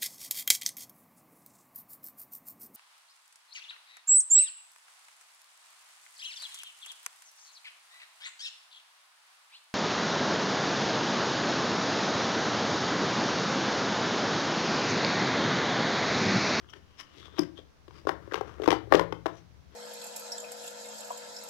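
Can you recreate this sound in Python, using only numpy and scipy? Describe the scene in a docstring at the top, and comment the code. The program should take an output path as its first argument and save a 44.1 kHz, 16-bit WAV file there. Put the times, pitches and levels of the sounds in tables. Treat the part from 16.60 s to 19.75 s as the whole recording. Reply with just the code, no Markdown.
"""In a small, quiet room, a cardboard box is turned in the hand on a table, close to a phone.
Fingers rub over the card in tiny slips, and the air in the hollow box pops once.
The box knocks and rattles as its tight lid is worked loose; each knock rings the card and the table.
The box, its echo and a low rumble are on the left only; both channels carry a faint hiss."""
import sys
import numpy as np
from scipy import signal
from scipy.fft import rfft, irfft, next_fast_len
from scipy.io import wavfile

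SR = 44100
rng = np.random.default_rng(int(sys.argv[2]) if len(sys.argv) > 2 else 0)


def materialize(psi):
    """Save the field psi as 16-bit PCM at rate SR to the path in sys.argv[1].

    A 1-D psi becomes a single channel; in a 2-D psi each row is a channel.
    """
    bounded = np.clip(np.atleast_2d(psi).T, -1, 1)
    quanta = np.round(bounded * 32767).astype(np.int16)
    wavfile.write(sys.argv[1], SR, quanta)


N = 138915

# tone of the microphone hiss: pitch_hz, gain_db
HISS_TONE = [(25, 5.5), (70, 4), (150, 7), (400, 0), (1000, -3.5), (3000, -11.5), (6000, -13.5),
             (7600, -24.5), (16000, -30)]
# tone of the room's rumble: pitch_hz, gain_db
RUMBLE_TONE = [(25, -26.5), (48, -17.5), (68, -4), (88, -3), (130, -8.5), (200, -14.5), (400, -30.5),
               (1500, -54.5)]
# how rumble and hum rise and fall together: time_s, gain_db
RUMBLE_SWELL = [(0, -55.5), (.24, -53), (.36, -64.5), (.52, -68), (.6, -52), (1.05, -56.5), (1.15, -66.5),
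                (1.3, -51.5), (2.3, -48.5), (2.8, -54.5), (3.05, -53.5)]
# finger strokes: peak_s, rise_s, fall_s, body_db, rasp_db, hiss_db, squeak_hz, squeak_db
STROKES = [(.02, 0.14, 0.048, -58, -58.5, -84, 3220, -70),
           (.098, 0.011, 0.0098, -77, -56, -67, 3150, -51.5),
           (0.101, 0.0052, 0.01, -72, -62, -71, 5600, -53),
           (0.137, 0.0061, 0.0055, -62, -48, -53.5, 3130, -44),
           (.17, 0.03, 0.023, -51, -59, -60, 5400, -76), (.402, 0.013, 0.012, -57, -43.5, -41, 5100, -45.5),
           (.48, 0.19, 0.21, -67, -60.5, -65, 2990, -65.5),
           (.595, .045, 0.022, -50.5, -61, -51.5, 3430, -62), (.655, 0.034, 0.02, -52, -49, -54, 3380, -50),
           (.747, 0.049, 0.0062, -50, -53, -64, 3380, -59.5),
           (.783, 0.014, 0.013, -41, -37.5, -48, 3380, -39.5),
           (0.7931, 0.0018, 0.0021, -28, -54, -50, 5220, -22.5),
           (0.984, 0.015, 0.013, -57, -51, -54, 3330, -47.5),
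           (1.37, 0.038, 0.046, -52, -54.5, -57, 4660, -66), (1.63, 0.021, 0.18, -54, -56, -69, 3560, -85),
           (1.487, .006, 0.0092, -42, -62, -38, 3580, -68),
           (1.72, 0.0063, 0.012, -36.5, -36.5, -48.5, 1800, -37),
           (1.77, 0.038, 0.03, -49.5, -44, -51, 5840, -69),
           (1.875, 0.031, 0.086, -46.5, -47, -58, 5370, -70),
           (1.978, .006, 0.093, -46.5, -48.5, -69, 1520, -67),
           (2.055, 0.028, 0.014, -41, -51.5, -48, 5980, -54.5),
           (2.125, .008, 0.038, -34, -34, -46, 4480, -47.5),
           (2.35, 0.024, 0.034, -25, -29.5, -40.5, 4000, -43.5),
           (2.78, 0.08, .03, -78.5, -76, -60, 5590, -64.5),
           (3.14, 0.031, .04, -58.5, -60.5, -65, 3250, -78)]
# tone of rubbed card: pitch_hz, gain_db
RUB_TONE = [(120, -3), (330, 10.5), (480, 2), (780, -8.5), (1150, 5), (1700, -2), (2350, -6), (3000, -4.5),
            (3500, -6.5), (4300, -10), (5500, -10.5), (7600, -25.5), (15000, -35)]
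# knocks on the box: start_s, thump_hz, clack_hz, thump_db, clack_db, crack_db, fizz_db
BOX_KNOCKS = [ (0.1, 352, 1480, -68, -69, -64, -69), (0.1348, 386, 1820, -51, -43.5, -51, -69),
              (0.402, 406, 2010, -61, -46, -60, -60.5), (0.681, 358, 1200, -54, -51, -75, -78),
              (0.7831, 323, 1020, -34.5, -33.5, -37.5, -58), (0.7919, 313, 930, -33.5, -31, -42.5, -44.5),
              (0.819, 336, 1370, -30.5, -45, -55, -74), (.832, 330, 1590, -41, -45.5, -47.5, -73),
              (0.987, 374, 910, -41, -58, -76, -78), (1.280, 292, 1060, -44, -52, -57, -76),
              (1.308, 331, 1050, -56.5, -50, -60, -92), (1.451, 360, 705, -39.5, -54, -61, -83),
              (1.470, 470, 750, -21, -23.5, -44, -58.5), (1.4916, 400, 930, -26.5, -21, -35.5, -52),
              (1.675, 380, 763, -40, -58, -66, -92), (1.721, 356, 1360, -30.5, -39.5, -53, -67),
              (1.7351, 400, 1390, -45.5, -37.5, -40, -58), (1.742, 430, 1160, -26, -25, -32, -55),
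              (1.755, 385, 1300, -49.5, -33, -40, -59), (1.760, 394, 1250, -36, -40.5, -47, -71),
              (1.7766, 378, 970, -35.5, -37, -54, -70), (1.8098, 382, 745, -25.5, -27.5, -49, -61),
              (1.998, 385, 750, -27.5, -45, -61, -74), (2.019, 406, 800, -26, -42.5, -44.5, -65),
              (2.035, 403, 1400, -40.5, -37, -42, -69.5), (2.04, 378, 1100, -31, -37.5, -42, -58),
              (2.059, 394, 1430, -41, -31, -40.5, -59), (2.0763, 400, 870, -10.5, -18, -32.5, -48),
              (2.085, 379, 850, -39.5, -20, -32, -57.5), (2.1042, 335, 1200, -21.5, -25, -24.5, -45.5),
              (2.115, 400, 1150, -24.5, -23.5, -28.5, -53.5), (2.1265, 421, 750, -19.5, -18, -32.5, -51),
              (2.272, 400, 900, -40.5, -64.5, -74.5, -91.5), (2.313, 338.7, 703, -27, -43.5, -57.5, -71),
              (2.3228, 600, 1000, -12, -11, -27.5, -44), (2.337, 332, 724, -23, -38.5, -29, -53),
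              (2.3451, 420, 750, -9.5, -20, -31, -47.5), (2.3517, 480, 1000, -21, -45, -25.5, -49.5),
              (2.357, 377, 803, -22.5, -33.5, -50.5, -63.5), (2.3947, 507, 1262, -24.5, -18.5, -33, -49.5),
              (2.409, 470, 800, -20, -38, -47, -60), (2.524, 377, 1170, -27, -29.5, -39.5, -63),
              (2.6582, 329, 748, -23.5, -23.5, -40, -59), (2.6642, 395.5, 995, -34, -27, -39.5, -56.5)]
# pitch ranges of thump, clack, crack and fizz, also used for the rubs: low_hz, high_hz
PITCH_RANGES = [(290, 650), (650, 2000), (2000, 7000), (7000, 17000)]
# notes the card panels ring at (a fade is the time to drop 60 dB): pitch_hz, gain_db, fade_s
CARD_NOTES = [(275, -2.5, 0.036), (332, 6, 0.038), (414, 5.5, 0.042), (470, 0, 0.049), (544, -1.5, 0.096),
              (643, 3.5, 0.037), (763.5, 0, 0.022), (946, -0.5, 0.017), (1102, 0, .028), (1141, -16, 0.008),
              (1540, -8.5, 0.043), (1820, -0.5, 0.021), (2000, 1.5, .016)]
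# tone of the crack at the card's edge: pitch_hz, gain_db
CRACK_TONE = [(500, 5), (2000, 3), (2700, -0.5), (3400, -1.5), (4500, -11), (5500, -8.5), (6500, -17.5),
              (7600, -23), (11000, -21), (16000, -23.5)]
# notes of the table under the box: pitch_hz, gain_db, fade_s
TABLE_NOTES = [(62, -2, 0.66), (111.2, 4, 0.99), (121.1, -4, .35), (167.6, 4, 0.63)]
# notes of the air inside the box: pitch_hz, gain_db, fade_s
AIR_NOTES = [(337, 3, 0.058), (309.6, -12, 0.23), (176, -17, 0.12)]
# the room's echo, in octave-wide bands: pitch_hz, fade_s, gain_db
ROOM_ECHO = [(116.4, 0.49, -1), (237.6, .42, -11.5), (389.3, .3, -10.5), (745, 0.27, -8.5),
             (1650, 0.3, -8.5), (3200, .28, -11), (6400, 0.18, -10), (12000, 0.14, -10)]
# notes that ring between the walls: pitch_hz, gain_db, fade_s
ROOM_NOTES = [(170.3, -9, .4), (240, -9.5, .33), (276, -6, .27), (318.8, 4, 0.33), (419.7, 0.5, 0.39),
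              (451, -1.5, 0.37), (547, -4, 0.44), (915, -6, 0.398)]


def gain(db):
    """Turn decibels into a number to multiply by."""
    return 10 ** (np.asarray(db) / 20)


def set_level(x, db):
    """Set a sound's average (rms) level."""
    return x * gain(db) / np.sqrt(np.mean(x ** 2))


def set_hit_level(x, db):
    """Scale a hit so that its energy, spread over 10 ms, has the given level."""
    return x * gain(db) / np.sqrt(np.sum(x ** 2) / (.01 * SR))


def band(x, low_hz, high_hz, order=3):
    """Keep the sound between two pitches."""
    edges = [low_hz, min(high_hz, SR * .49)]
    return signal.sosfilt(signal.butter(order, edges, "band", fs=SR, output="sos"), x)


def shape_tone(x, points):
    """Turn lows and highs up or down along a curve of (pitch_hz, gain_db) points."""
    size = 2 * next_fast_len(len(x))
    hz, db = np.array(points).T
    curve_db = np.interp(np.log(np.fft.rfftfreq(size, 1 / SR) + 1), np.log(hz), db)
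    cepstrum = irfft(np.log(gain(curve_db)))
    cepstrum[1:size // 2] *= 2  # fold it so the filter never rings ahead of the sound
    cepstrum[size // 2 + 1:] = 0
    return irfft(rfft(x, size) * np.exp(rfft(cepstrum)))[:len(x)]


def fade(t, fade_s):
    """Die away by 60 dB every fade_s seconds."""
    return np.exp(-np.log(1000) * t / fade_s)


def ring(t, notes):
    """A struck thing rings with several fading notes at once."""
    return sum(gain(db) * fade(t, fade_s) * np.sin(2 * np.pi * hz * t) for hz, db, fade_s in notes)


def add(out, start_s, x):
    """Mix a sound in at a given time."""
    i = int(start_s * SR)
    out[i:i + len(x)] += x[:N - i]


def hiss():
    """The microphone adds a faint, steady noise."""
    return set_level(shape_tone(rng.standard_normal(N), HISS_TONE), db=-62)


def rumble(hum_hz=71):
    """Low room noise and a hum waver in loudness together."""
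    t = np.arange(N) / SR
    hum = set_level(np.sin(2 * np.pi * hum_hz * t), -2.5)
    noise = set_level(shape_tone(rng.standard_normal(N), RUMBLE_TONE), -1)
    swell_db = np.interp(t, *np.array(RUMBLE_SWELL).T)
    return (hum + noise) * gain(swell_db)


def finger_rubs(slips_per_s=3000, scatter_db=2.5, squeak_width=.15):
    """Skin slides on card in many tiny slips that ring a squeak; each stroke swells and dies away."""
    t = np.arange(N) / SR
    slips = (rng.random(N) < slips_per_s / SR) * rng.standard_normal(N)
    slips *= gain(-scatter_db * rng.standard_normal(N))
    card = shape_tone(slips, RUB_TONE)
    body, rasp = band(card, *PITCH_RANGES[0]), band(card, *PITCH_RANGES[1])
    highs = band(card, PITCH_RANGES[2][0], high_hz=16000)
    powers, squeaks = np.zeros((3, N)), 0
    for peak_s, rise_s, fall_s, *levels_db, squeak_hz, squeak_db in STROKES:
        slope_s = np.where(t < peak_s, rise_s, fall_s)
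        stroke = np.exp(-np.abs((t - peak_s) / slope_s) ** 1.45)
        powers += (gain(levels_db)[:, None] * stroke) ** 2
        spread_hz = squeak_hz * squeak_width / 2
        squeak = band(slips, squeak_hz - spread_hz, squeak_hz + spread_hz, order=2)
        squeaks += stroke * set_level(squeak, squeak_db)
    rubbing = sum(set_level(part, 0) * np.sqrt(power) for part, power in zip([body, rasp, highs], powers))
    return squeaks + rubbing


def card_ring(t, pitch_hz, focus_octaves=.25, scatter_db=6):
    """Struck card rings mostly in its notes near one pitch, with a short grit of fibres."""
    hz, db, fade_s = np.array(CARD_NOTES).T
    strength, detune = rng.standard_normal((2, len(hz)))
    distance = np.log2(hz / pitch_hz) / focus_octaves
    db = db + scatter_db * strength - 20 * np.log10(1 + distance ** 2)
    notes = ring(t, zip(hz * (1 + .032 * detune), db, fade_s))
    grit = band(rng.standard_normal(len(t)), pitch_hz / 2, pitch_hz * 2) * fade(t, fade_s=.028)
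    return set_hit_level(notes, 0) + set_hit_level(grit, -9.5)


def box_knocks(crack_rise_s=.0013, table_gain_db=-27.5):
    """Each knock thumps and clacks the card, cracks at the edge and shakes the table."""
    out, t = np.zeros(N), np.arange(SR // 8) / SR
    table = ring(np.arange(SR) / SR, TABLE_NOTES)
    for start_s, thump_hz, clack_hz, *levels_db in BOX_KNOCKS:
        burst = rng.standard_normal(len(t)) * fade(t, fade_s=.014) * (1 - np.exp(-t / crack_rise_s))
        crack = shape_tone(burst, CRACK_TONE)
        parts = [card_ring(t, thump_hz), card_ring(t, clack_hz), crack, crack]  # fizz is the crack's top
        for part, edges, db in zip(parts, PITCH_RANGES, levels_db):
            add(out, start_s, set_hit_level(band(part, *edges, order=4), db))
        add(out, start_s, table * gain(levels_db[0] + table_gain_db))  # follows the thump
    return out


def hollow_pop(start_s=.7905, rise_s=.0054, gain_db=-7):
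    """A finger slips off the edge and the air in the hollow box rings."""
    out, t = np.zeros(N), np.arange(SR // 2) / SR
    add(out, start_s, gain(gain_db) * ring(t, AIR_NOTES) * (1 - np.exp(-t / rise_s)))
    return out


def room_echo(x, rise_s=.01, notes_gain_db=-68):
    """The small room adds its own notes and a smooth echo that lasts longest in the bass."""
    t = np.arange(SR * 3 // 4) / SR
    build_up = 1 - np.exp(-(t / rise_s) ** 2)
    echo = gain(notes_gain_db) * ring(t, ROOM_NOTES)
    for hz, fade_s, db in ROOM_ECHO:
        low_hz, high_hz = hz / np.sqrt(2), hz * np.sqrt(2)
        tail = band(rng.standard_normal(len(t)), low_hz, high_hz) * fade(t, fade_s) * build_up
        share = 2 * (high_hz - low_hz) / SR  # this band's part of a click's energy
        echo += tail * gain(db) * np.sqrt(share / np.sum(tail ** 2))
    return x + signal.fftconvolve(x, echo)[:N]


def scene():
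    """Box and room on the left, microphone hiss on both sides."""
    left_hiss, right_hiss = hiss(), hiss()
    box = box_knocks() + hollow_pop() + finger_rubs()
    return np.array([left_hiss + room_echo(box) + rumble(), right_hiss])


def record(dry):
    """The phone flattens peaks beyond full scale and cuts the highs above 16 kHz."""
    high_cut = signal.ellip(8, .2, 70, 16000, fs=SR, output="sos")
    return signal.sosfilt(high_cut, np.clip(dry, -1, 1))


dry = scene()
out = record(dry)
materialize(out)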